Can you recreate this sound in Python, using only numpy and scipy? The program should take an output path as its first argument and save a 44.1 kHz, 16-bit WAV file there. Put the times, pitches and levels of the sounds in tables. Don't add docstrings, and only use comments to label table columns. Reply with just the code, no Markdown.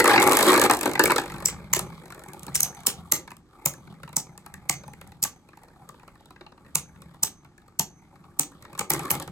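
import sys
import numpy as np
from scipy import signal
from scipy.fft import rfft, irfft, next_fast_len
from scipy.io import wavfile
from scipy.ndimage import uniform_filter1d

SR = 44100
rng = np.random.default_rng(int(sys.argv[2]) if len(sys.argv) > 2 else 0)


def digitize_waveform(pressure):
    field = np.atleast_2d(pressure).T
    bounded = np.clip(field, -1, 1)
    quanta = np.round(bounded * 32767).astype(np.int16)
    wavfile.write(sys.argv[1], SR, quanta)


N = 410571

# time in seconds, mean turns a second, hum of the imbalance in dB.
TOP_SPIN = [(0, 52.6, -57), (0.499, 53, -46), (.95, 50.7, -59), (1.4, 47.5, -47.5), (1.801, 55.4, -57),
            (2.2, 49, -67.5), (5.5, 36.2, -73), (9.31, 33.5, -72.5)]
# time in seconds, share of contact high on the slope (0-1).
SLOPE_SHARE = [(0, 0.9), (1.2, 0.95), (1.7, 0.66), (2.5, 0.46), (8.6, 0.3), (8.85, .75), (9.31, 0.66)]
# pitch in Hz, width in Hz, dB struck at the centre, dB struck on the slope.
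WALL_PANELS = [(283, 66, 3, -14), (350.3, 81, -3, 0), (460.7, 267, -5.5, 2.5), (797, 151, 1, 0),
               (1140, 151, -2, -1), (1660, 380, -17.5, -3), (2127, 296, -14.5, -3),
               (3320, 1400, -19.5, -14.5)]
# pitch in Hz, width in Hz.
BOWL_ROCK = (85, 38)
# pitch in Hz, width in Hz.
FLOOR_DRUM = (147.8, 44.7)
# frequency in Hz, level in dB.
SCRAPE_COLOUR = [(2800, -2.5), (5000, -6), (8000, 2.5), (11000, 0.5), (14000, -5.5), (16500, -16.5)]
NEAREST_HZ = 973.6


def amp(db):
    return 10 ** (np.asarray(db) / 20)


def evened(x):
    return x / np.sqrt(np.mean(x ** 2) + 1e-20)


def peaked(x):
    return x / abs(x).max()


def add(mix, s, sound):
    part = mix[:, round(s * SR):][:, :sound.shape[1]]
    part += sound[:, :part.shape[1]]


def resonate(x, hz, width):
    b, a = signal.iirpeak(hz, hz / width / 1.5, SR)
    return signal.lfilter(b, a, signal.lfilter(b, a, x))


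def wandering(x, hz, width):
    turn = np.exp(2j * np.pi * np.cumsum(hz) / SR)
    r = np.exp(-np.pi * width / SR)
    smooth = signal.lfilter([(1 - r) ** 2], [1, -2 * r, r ** 2], x / turn)
    return 2 * (turn * smooth).real


def burst(rise, fall, size=2600):
    t = np.arange(size) / SR
    shape = (1 - np.exp(-t / rise)) * np.exp(-t / fall)
    return rng.standard_normal((2, size)) * shape / shape.max()


def coloured(x, points):
    f, db = np.transpose(points)
    size = next_fast_len(x.shape[1])
    hz = np.fft.rfftfreq(size, 1 / SR)
    gain = amp(np.interp(np.log(hz + 1), np.log(f), db))
    return irfft(rfft(x, size) * gain, size)[:, :x.shape[1]]


def drift(per_s):
    steps = 1.9 * np.tanh(rng.standard_normal(round(N / SR * per_s) + 2) / 1.6)
    return np.interp(np.linspace(0, len(steps) - 1, N), np.arange(len(steps)), steps)


def slope_at(s):
    return np.interp(s, *np.transpose(SLOPE_SHARE))


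def hush():
    # frequency in Hz, density in dB per Hz before the whole is scaled to its level.
    hush_colour = [(15, -26.5), (25, -2), (145, 1.5), (354, -3), (503, -19), (1190, -18.5), (3080, -30),
                   (8360, -32), (9840, -38), (11600, -41.5), (16000, -61)]
    return amp(-58.5) * evened(coloured(rng.standard_normal((2, N)), hush_colour))


def room(x):
    # frequency in Hz, time to fall by 60 dB in seconds.
    room_decay = [(150, 0.37), (400, 0.42), (900, 0.2), (2300, 0.21), (6000, 0.18), (14000, 0.12)]
    echoes = np.zeros((2, SR // 2))
    at = np.arange(460, SR // 2 - 20, 20)
    signs = rng.choice([-1., 1.], (2, len(at)))
    np.put_along_axis(echoes, at + rng.integers(0, 20, (2, len(at))), signs, 1)
    hz, t, z = signal.stft(echoes, SR, nperseg=256)
    f, t60 = np.transpose(room_decay)
    band_t60 = np.interp(np.log(hz + 1), np.log(f), t60)[:, None]
    tail = signal.istft(z * amp(-60 * t / band_t60), SR, nperseg=256)[1]
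    return signal.oaconvolve(x, tail / np.linalg.norm(tail[0]), axes=1)[:, :N]


def bowl(x, s, scatter_db):
    slope = slope_at(s)
    out = np.zeros_like(x)
    for hz, width, mid_db, high_db in WALL_PANELS:
        db = mid_db + slope * (high_db - mid_db) + scatter_db * rng.standard_normal()
        out += amp(db) * resonate(x, hz, width)
    return out


def sliding():
    # time in seconds, pressure on the wall panels in dB, floor drum in dB.
    slide_levels = [(0, -16, -31), (0.029, -35.5, -49), (.09, -17, -48), (.16, -16.5, -53),
                    (0.171, -22, -58), (.19, -42, -58), (.21, -18, -42), (.245, -32, -56),
                    (.262, -22, -35.5), (.3, -23.5, -38), (.38, -22, -47), (.48, -15, -48), (.52, -21, -42),
                    (.6, -26, -49), (.635, -20, -36), (.665, -15.5, -43), (.68, -68, -43),
                    (0.869, -25, -42.5), (.98, -64, -38.5), (1.2, -41, -45.5), (1.451, -44.5, -40),
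                    (1.699, -53.5, -48), (1.8, -43.5, -38), (2.1, -51, -53), (2.6, -45, -45.5),
                    (3.161, -53, -51), (3.4, -69.5, -57), (3.63, -52, -77), (3.798, -53.5, -48.5),
                    (4.0, -57, -52), (5.099, -57, -48), (5.45, -62.5, -70), (5.85, -56, -58),
                    (6.55, -65, -65.5), (6.66, -56, -51.5), (7.2, -58, -53), (7.55, -69, -69),
                    (8.351, -57.5, -56), (8.74, -55.5, -54.5), (8.881, -59, -65), (8.929, -29, -40),
                    (8.98, -36.5, -34), (9.079, -40, -50), (9.141, -32, -33), (9.189, -45, -33),
                    (9.22, -37, -59), (9.26, -56.5, -52), (9.31, -59, -42)]
    t = np.arange(N) / SR
    s, *columns = np.transpose(slide_levels)
    panel_db, drum_db = (np.interp(t, s, c) for c in columns)
    hiss_db = -7 + 1.118 * panel_db

    s, speed, hum_db = np.transpose(TOP_SPIN)
    slope = slope_at(t)
    unsteady = 1 + 0.065 * (1 - slope) * drift(per_s=9)
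    turns = np.cumsum(np.interp(t, s, speed) * unsteady) / SR

    weight = amp(3.5 * drift(per_s=28))
    throb = np.exp(-(turns % 1) / 0.28) * weight
    kicks = 22 * slope * weight * np.diff(np.floor(turns), prepend=0)
    kicks = uniform_filter1d(uniform_filter1d(kicks, size=16), size=16)
    rub = rng.standard_normal((2, N)) * amp(4.3 * drift(per_s=240))

    panels = np.zeros((2, N))
    for hz, width, mid_db, high_db in WALL_PANELS:
        db = mid_db + slope * (high_db - mid_db) + 4.5 * drift(per_s=16)
        panels += amp(db) * resonate(rub * (0.7 + throb) + kicks, hz, width)
    under_tip_hz = NEAREST_HZ * 1.3 * 2 ** (0.51 * drift(per_s=32))
    panels += amp(-1.5) * wandering(rub * (0.5 + throb), under_tip_hz, 260)

    drum = resonate(rub * (0.21 + throb), *FLOOR_DRUM) + amp(-11) * resonate(rub, *BOWL_ROCK)
    drum *= amp(2.5 * drift(per_s=11))
    hiss = coloured(rub * (0.94 + throb ** 1.9), [(1500, -30.5)] + SCRAPE_COLOUR)
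    hum = amp(np.interp(t, s, hum_db) + 2.4 * drift(per_s=10)) * np.sin(2 * np.pi * turns)
    return amp(panel_db) * evened(panels) + amp(drum_db) * evened(drum) + amp(hiss_db) * evened(hiss) + hum


def landings():
    # time in seconds, level in dB, tick against that level in dB,
    # pitch of the nearest panel in Hz.
    single_landings = [(0.003, -4.5, -1.5, 1950), (0.043, -6.5, -3.5, 1170), (0.057, -5, -6, 1900),
                       (0.078, -1.5, -1, 1160), (0.178, 3.5, -32, 2110), (0.228, -10, 4, 890),
                       (0.321, -17, 11.5, 1010), (0.446, -18, 4, 1110), (0.541, -8.5, -2, 1140),
                       (0.561, -9.5, -4, 1163), (0.578, -4.5, -4, 850), (0.597, -8, 2, 890),
                       (0.616, -8, 4, 1820), (0.639, -8, 1, 1270), (0.658, -10, -19, 1160),
                       (0.698, -1, -14, 1110), (0.711, -3, -1, 929), (0.736, -16, 3, 931),
                       (0.748, -31.5, 15, 1150), (0.858, -10, -4.5, 870), (0.954, -13.5, -12, 1980),
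                       (0.976, -21, -25, 838), (0.995, 2, -7.5, 930), (1.057, -9, 0.5, 2210),
                       (1.077, -15.5, -1, 1200), (1.098, -9.5, -20, 880), (1.106, -7.5, -8, 960),
                       (1.119, -6.5, -4, 974), (1.161, -10, -3, 1270), (1.182, -10, -6, 818),
                       (1.198, -23.5, 0, 1420), (1.485, -25, 9, 2060), (1.765, -18, 8.5, 420),
                       (1.793, -22.5, 12.5, 960), (2.057, -38, -0.5, 600), (2.081, -37, -5, 951),
                       (2.104, -32, -2, 1000), (2.123, -33, 1, 1450), (2.147, -36, 1, 1480),
                       (2.194, -40.5, 4.5, 1390), (2.238, -42.5, 10.5, 1490), (2.286, -50, 16, 944),
                       (2.334, -35.5, 5.5, 726), (2.395, -47, 15, 980), (2.433, -44, 17.5, 1374),
                       (2.467, -39.5, 13, 867), (2.481, -25, -25, 320), (2.749, -47, 15, 2210),
                       (2.772, -49, 0, 923), (2.805, -50, 13, 1316), (2.835, -50, 12, 1000),
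                       (3.277, -30.5, -8, 950), (3.306, -32.5, -2, 940), (3.317, -32, -0.5, 950),
                       (3.368, -45, 7, 1162), (3.738, -37.5, 7, 1629), (3.873, -39.5, -9, 1500),
                       (3.941, -44, -9, 1200), (4.033, -28.5, -5.5, 1290), (4.078, -34.5, -7, 940),
                       (4.092, -38.5, 0, 935), (4.13, -34.5, -1, 960), (4.354, -45, -20, 836.5),
                       (4.378, -36.5, 6.5, 1210), (4.463, -31.5, -2, 1270), (4.541, -30, 1.5, 1830),
                       (4.836, -33.5, -12, 1173), (4.88, -33.5, -4.5, 840), (4.935, -37, 1, 1880),
                       (5.014, -32, -1, 1205), (5.075, -46.5, 7.5, 861.4), (5.12, -38, -6, 800),
                       (5.249, -22, 4, 900), (5.489, -41, -6, 1209), (5.532, -42, -20, 1170),
                       (5.573, -38, -6, 840), (5.635, -40, -2.5, 781), (5.684, -43, -8, 1260),
                       (5.891, -32.5, 1.5, 1165), (5.943, -42, -16, 887), (5.997, -40, -7, 1040),
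                       (6.032, -41, -11, 930), (6.079, -37.5, -4.5, 1170), (6.155, -44.5, -9.5, 1245),
                       (6.208, -46, -5, 785), (6.258, -44, 1.5, 810), (6.307, -36.5, -7.5, 990),
                       (6.361, -38, -19, 1660), (6.41, -32, -20, 851), (6.464, -32.5, -25.5, 870),
                       (6.521, -35.5, -24.5, 884), (6.578, -41.5, -16.5, 886), (6.648, -49.5, -11.5, 1800),
                       (6.663, -43, -15, 1830), (6.96, -42.5, -16, 917), (7.02, -37, 0, 1017),
                       (7.145, -42, -6, 942), (7.322, -49, -14, 990), (7.448, -40, -6.5, 1370),
                       (7.58, -41, -3.5, 1660), (7.618, -47, -11.5, 1174), (7.681, -43, -5.5, 1215),
                       (8.157, -44, -15.5, 1163), (8.24, -44.5, -18, 1110), (8.625, -37.5, 2, 1143),
                       (8.651, -34, -8, 1197), (8.731, -35, -3, 1100), (8.751, -32, -6, 1180),
                       (8.778, -31.5, 0, 1140), (8.946, -21, 2, 1910), (8.994, -23.5, 4.5, 867),
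                       (9.034, -32, -2, 1130), (9.055, -25, -2.5, 1121), (9.139, -31, -8, 600),
                       (9.152, -24.5, 5, 973), (9.2, -29.5, 7, 1193), (9.225, -37.5, 13, 1660),
                       (9.277, -28, -4.5, 1222)]
    # first and last landing in seconds,
    # first and last level in dB, tick against the level in dB.
    skid_runs = [(0.098, 0.16, -10, -2.5, -25.5), (0.2, 0.24, -11, -7.5, 1),
                 (0.275, 0.428, -11, -11.5, 2.5), (0.467, 0.52, -12.5, -10.5, 2),
                 (0.77, 0.832, -25.5, -18.5, 5.5), (0.874, 0.935, -29.5, -20, 1),
                 (1.217, 1.445, -27, -31.5, -5)]
    rows = list(single_landings)
    for first, last, first_db, last_db, tick_db in skid_runs:
        turns = round((last - first) * np.interp(first, *np.transpose(TOP_SPIN)[:2]))
        share = np.linspace(0, 1, turns + 1)
        level_chance, tick_chance, pitch_chance = rng.standard_normal((3, turns + 1))
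        times = first + share * (last - first)
        levels_db = first_db + share * (last_db - first_db) + 1.5 * level_chance
        ticks_db = tick_db + 1.5 * tick_chance
        rows += zip(times, levels_db, ticks_db, NEAREST_HZ * 2 ** (.35 * pitch_chance))
    return rows


def taps():
    # middle pitch in Hz, mean level in dB.
    bowl_overtones = [(1750, -4.5), (2400, -7), (3750, -13)]
    out = np.zeros((2, N))
    for s, db, tick_db, nearest_hz in landings():
        slope = slope_at(s)
        touch = burst(.0012, .003 + .003 * slope, size=3600)
        knock = bowl(touch, s, scatter_db=3.5) + amp(5.5) * resonate(touch, nearest_hz, 160)
        for up_hz, up_db in bowl_overtones:
            chance, shift = rng.standard_normal(2)
            knock += amp(up_db + 4.1 * chance) * resonate(touch, up_hz * 2 ** (0.11 * shift), 320)
        knock = peaked(knock) + (1 - slope) * amp(-8) * peaked(resonate(touch, *FLOOR_DRUM))
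        skid = burst(.0006, .0012 + .001 * slope, size=3600)
        tick = coloured(skid, [(1500, -40)] + SCRAPE_COLOUR)
        add(out, s - .001, amp(db) * (knock + amp(tick_db) * peaked(tick)))
    return out


def thump(s, wall_db):
    drum_db = -16 + 0.49 * wall_db - 8.5 * slope_at(s)
    push = burst(.002, .005, size=5000)
    walls = bowl(push, s, scatter_db=2.5)
    drum = resonate(push, *FLOOR_DRUM) + amp(-10) * resonate(push, *BOWL_ROCK)
    return amp(wall_db) * peaked(walls) + amp(drum_db) * peaked(drum)


def metal_ring():
    # pitch in Hz, level in dB,
    # time to fall by 60 dB in seconds.
    disc_modes = [(6222, -2, .5), (6290, -6, .42), (8240, 8, .1), (6740, -4, .13), (12160, 5, .07)]
    t = np.arange(SR // 2) / SR
    ring = np.zeros(len(t))
    for hz, db, t60 in disc_modes:
        flutter_db = np.interp(t, np.linspace(0, .5, 30), 4.5 * rng.standard_normal(30))
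        ring += amp(db - 60 * t / t60 + flutter_db) * np.sin(2 * np.pi * (hz * t + rng.random()))
    return np.array([ring, ring])


def rim_blow(dull_db, bright_db):
    # middle pitch in Hz, width in Hz, mean level in dB.
    rim_modes = [(1240, 521, 4.5), (2440, 800, 10), (4460, 840, 7.5), (6630, 830, -0.5), (7470, 370, -6.5),
                 (8218, 2270, 1.5), (10390, 3300, -2.5), (11850, 290, -5.5), (12670, 2500, -3.5),
                 (15700, 2700, -23.5)]
    # pitch in Hz, width in Hz, level in dB.
    body_hz, body_width, body_db = (3400, 4100, 0.5)
    chatter, rattle = np.zeros((2, 2, 2600))
    gaps = rng.uniform(.0005, .0013, size=12)
    for late in np.cumsum(gaps) - gaps[:8].sum():
        db = -8 + 3300 * late if late < -1e-6 else -3600 * late
        add(chatter, .011 + late, amp(db) * burst(.0003, .0006))
    for late, db in zip(rng.uniform(.012, .056, size=7), rng.uniform(-34.5, -25, size=7)):
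        add(rattle, late, amp(db) * burst(.0004, .002))

    rim = amp(body_db) * resonate(rattle, body_hz, body_width)
    for hz, width, db in rim_modes:
        chance, shift = rng.standard_normal(2)
        dull = hz < 5000
        mode_db = db + 2.5 * chance + dull_db * dull + bright_db * (hz > 10000)
        mode_hz = hz * 2 ** ((.25 if dull else .086) * shift)
        rim += amp(mode_db) * resonate(chatter + .5 * rattle, mode_hz, width)
    return peaked(rim)


def clacks():
    # time in seconds, blow in dB, dull part of the rim in dB, bright part
    # of the rim in dB, thump of the bowl in dB, ring of the metal disc in dB.
    rim_clacks = [(1.0389, -2.5, -9, -1, -7, -60), (1.4582, 0.5, -17, 0.5, -25.5, -60),
                  (1.7353, 3.5, -17, -2.5, -26.5, -48), (2.5487, -11, -22, -16, -38, -62.5),
                  (2.555, -1, -19.5, -3, -37.5, -62.5), (2.5623, -9.5, -24.5, -9, -36.5, -65.5),
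                  (2.6053, -2, -24, -1.5, -38, -62), (2.6319, 0, -27, -3, -31, -41.5),
                  (2.869, 3, -15.5, 0.5, -28, -71.5), (2.8758, -13.5, -17, -0.5, -23, -61),
                  (3.1222, 8, -10.5, 5.5, -13.5, -55), (3.6596, 1, -16, 0.5, -16, -53.5),
                  (4.1672, 3, -19, 0.5, -21, -51.5), (4.6962, 0.5, -10.5, 2, -18, -40),
                  (5.2285, -5, -21.5, -2, -29, -58), (5.2382, 0, -19, 2, -32, -52),
                  (6.755, 0.5, -13.5, 3.5, -25.5, -49.5), (7.2323, -2, -18, 3.5, -23.5, -59),
                  (7.2352, -1.5, -11.5, 0.5, -27, -52), (7.7955, 0, -12.5, 3, -18.5, -45.5),
                  (8.3956, 2.5, -12, 3, -20, -62), (8.7932, -9.5, -10, -1, -20.5, -62),
                  (8.8092, -19, -17, -14, -18.5, -65), (8.9039, 0, -16, 1.5, -15, -60),
                  (8.9169, -17, -9, -11, -21, -66), (8.9359, -9, -10, 7, -28, -66),
                  (9.1059, -4.5, -7, 6, -22, -62), (9.114, -2, -23, 6.5, -32, -64)]
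    out = np.zeros((2, N))
    for s, blow_db, dull_db, bright_db, wall_db, ring_db in rim_clacks:
        add(out, s - .0115, amp(blow_db) * rim_blow(dull_db, bright_db))
        add(out, s - .001, thump(s, wall_db))
        add(out, s, amp(ring_db) * metal_ring())
    return out


def scene():
    hits = clacks()
    rest = taps() + sliding()
    return hits + amp(-11.5) * room(hits) + rest + amp(-12.5) * room(rest) + hush()


def record(dry):
    # frequency in Hz, likeness (0-1), phase by which
    # the right leads in radians, left over right in dB.
    port_pair = [(200, .93, 0, 0), (1200, .88, .2, 2), (2000, .6, -1.2, 1), (3000, .4, -2.6, 0),
                 (4500, .6, -5, -4), (6000, .6, -4.6, -5), (7200, .75, -6.6, 1), (8300, .95, -5.9, 1),
                 (9700, .97, -3.14, 0), (11500, .95, 0, 0), (12300, .95, .5, 0), (13500, .97, 3.14, 0),
                 (14800, .95, 5.9, 0), (16500, .95, 6.6, 0)]
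    size = next_fast_len(N)
    hz = np.fft.rfftfreq(size, 1 / SR)
    f, *columns = np.transpose(port_pair)
    same, lead, balance_db = (np.interp(hz, f, c) for c in columns)
    a, b = rfft(dry, size)
    left = a * amp(balance_db / 2)
    right = (same * a + np.sqrt(1 - same ** 2) * b) * np.exp(1j * lead) * amp(-balance_db / 2)
    pair = irfft(np.array([left, right]), size)[:, :N]

    power_db = 10 * np.log10(abs(uniform_filter1d((pair ** 2).mean(0), 90)) + 1e-12)
    fall = np.arange(N) * 600. / SR
    held_db = np.maximum.accumulate(power_db + fall) - fall
    over_db = np.maximum(held_db + 15, 0)
    limited = pair / amp(0.48 * uniform_filter1d(over_db, 60))
    low_pass = signal.firwin(301, 16400, window=("kaiser", 9), fs=SR)
    return signal.oaconvolve(limited, low_pass[None], "same")


dry = scene()
out = record(dry)
digitize_waveform(out)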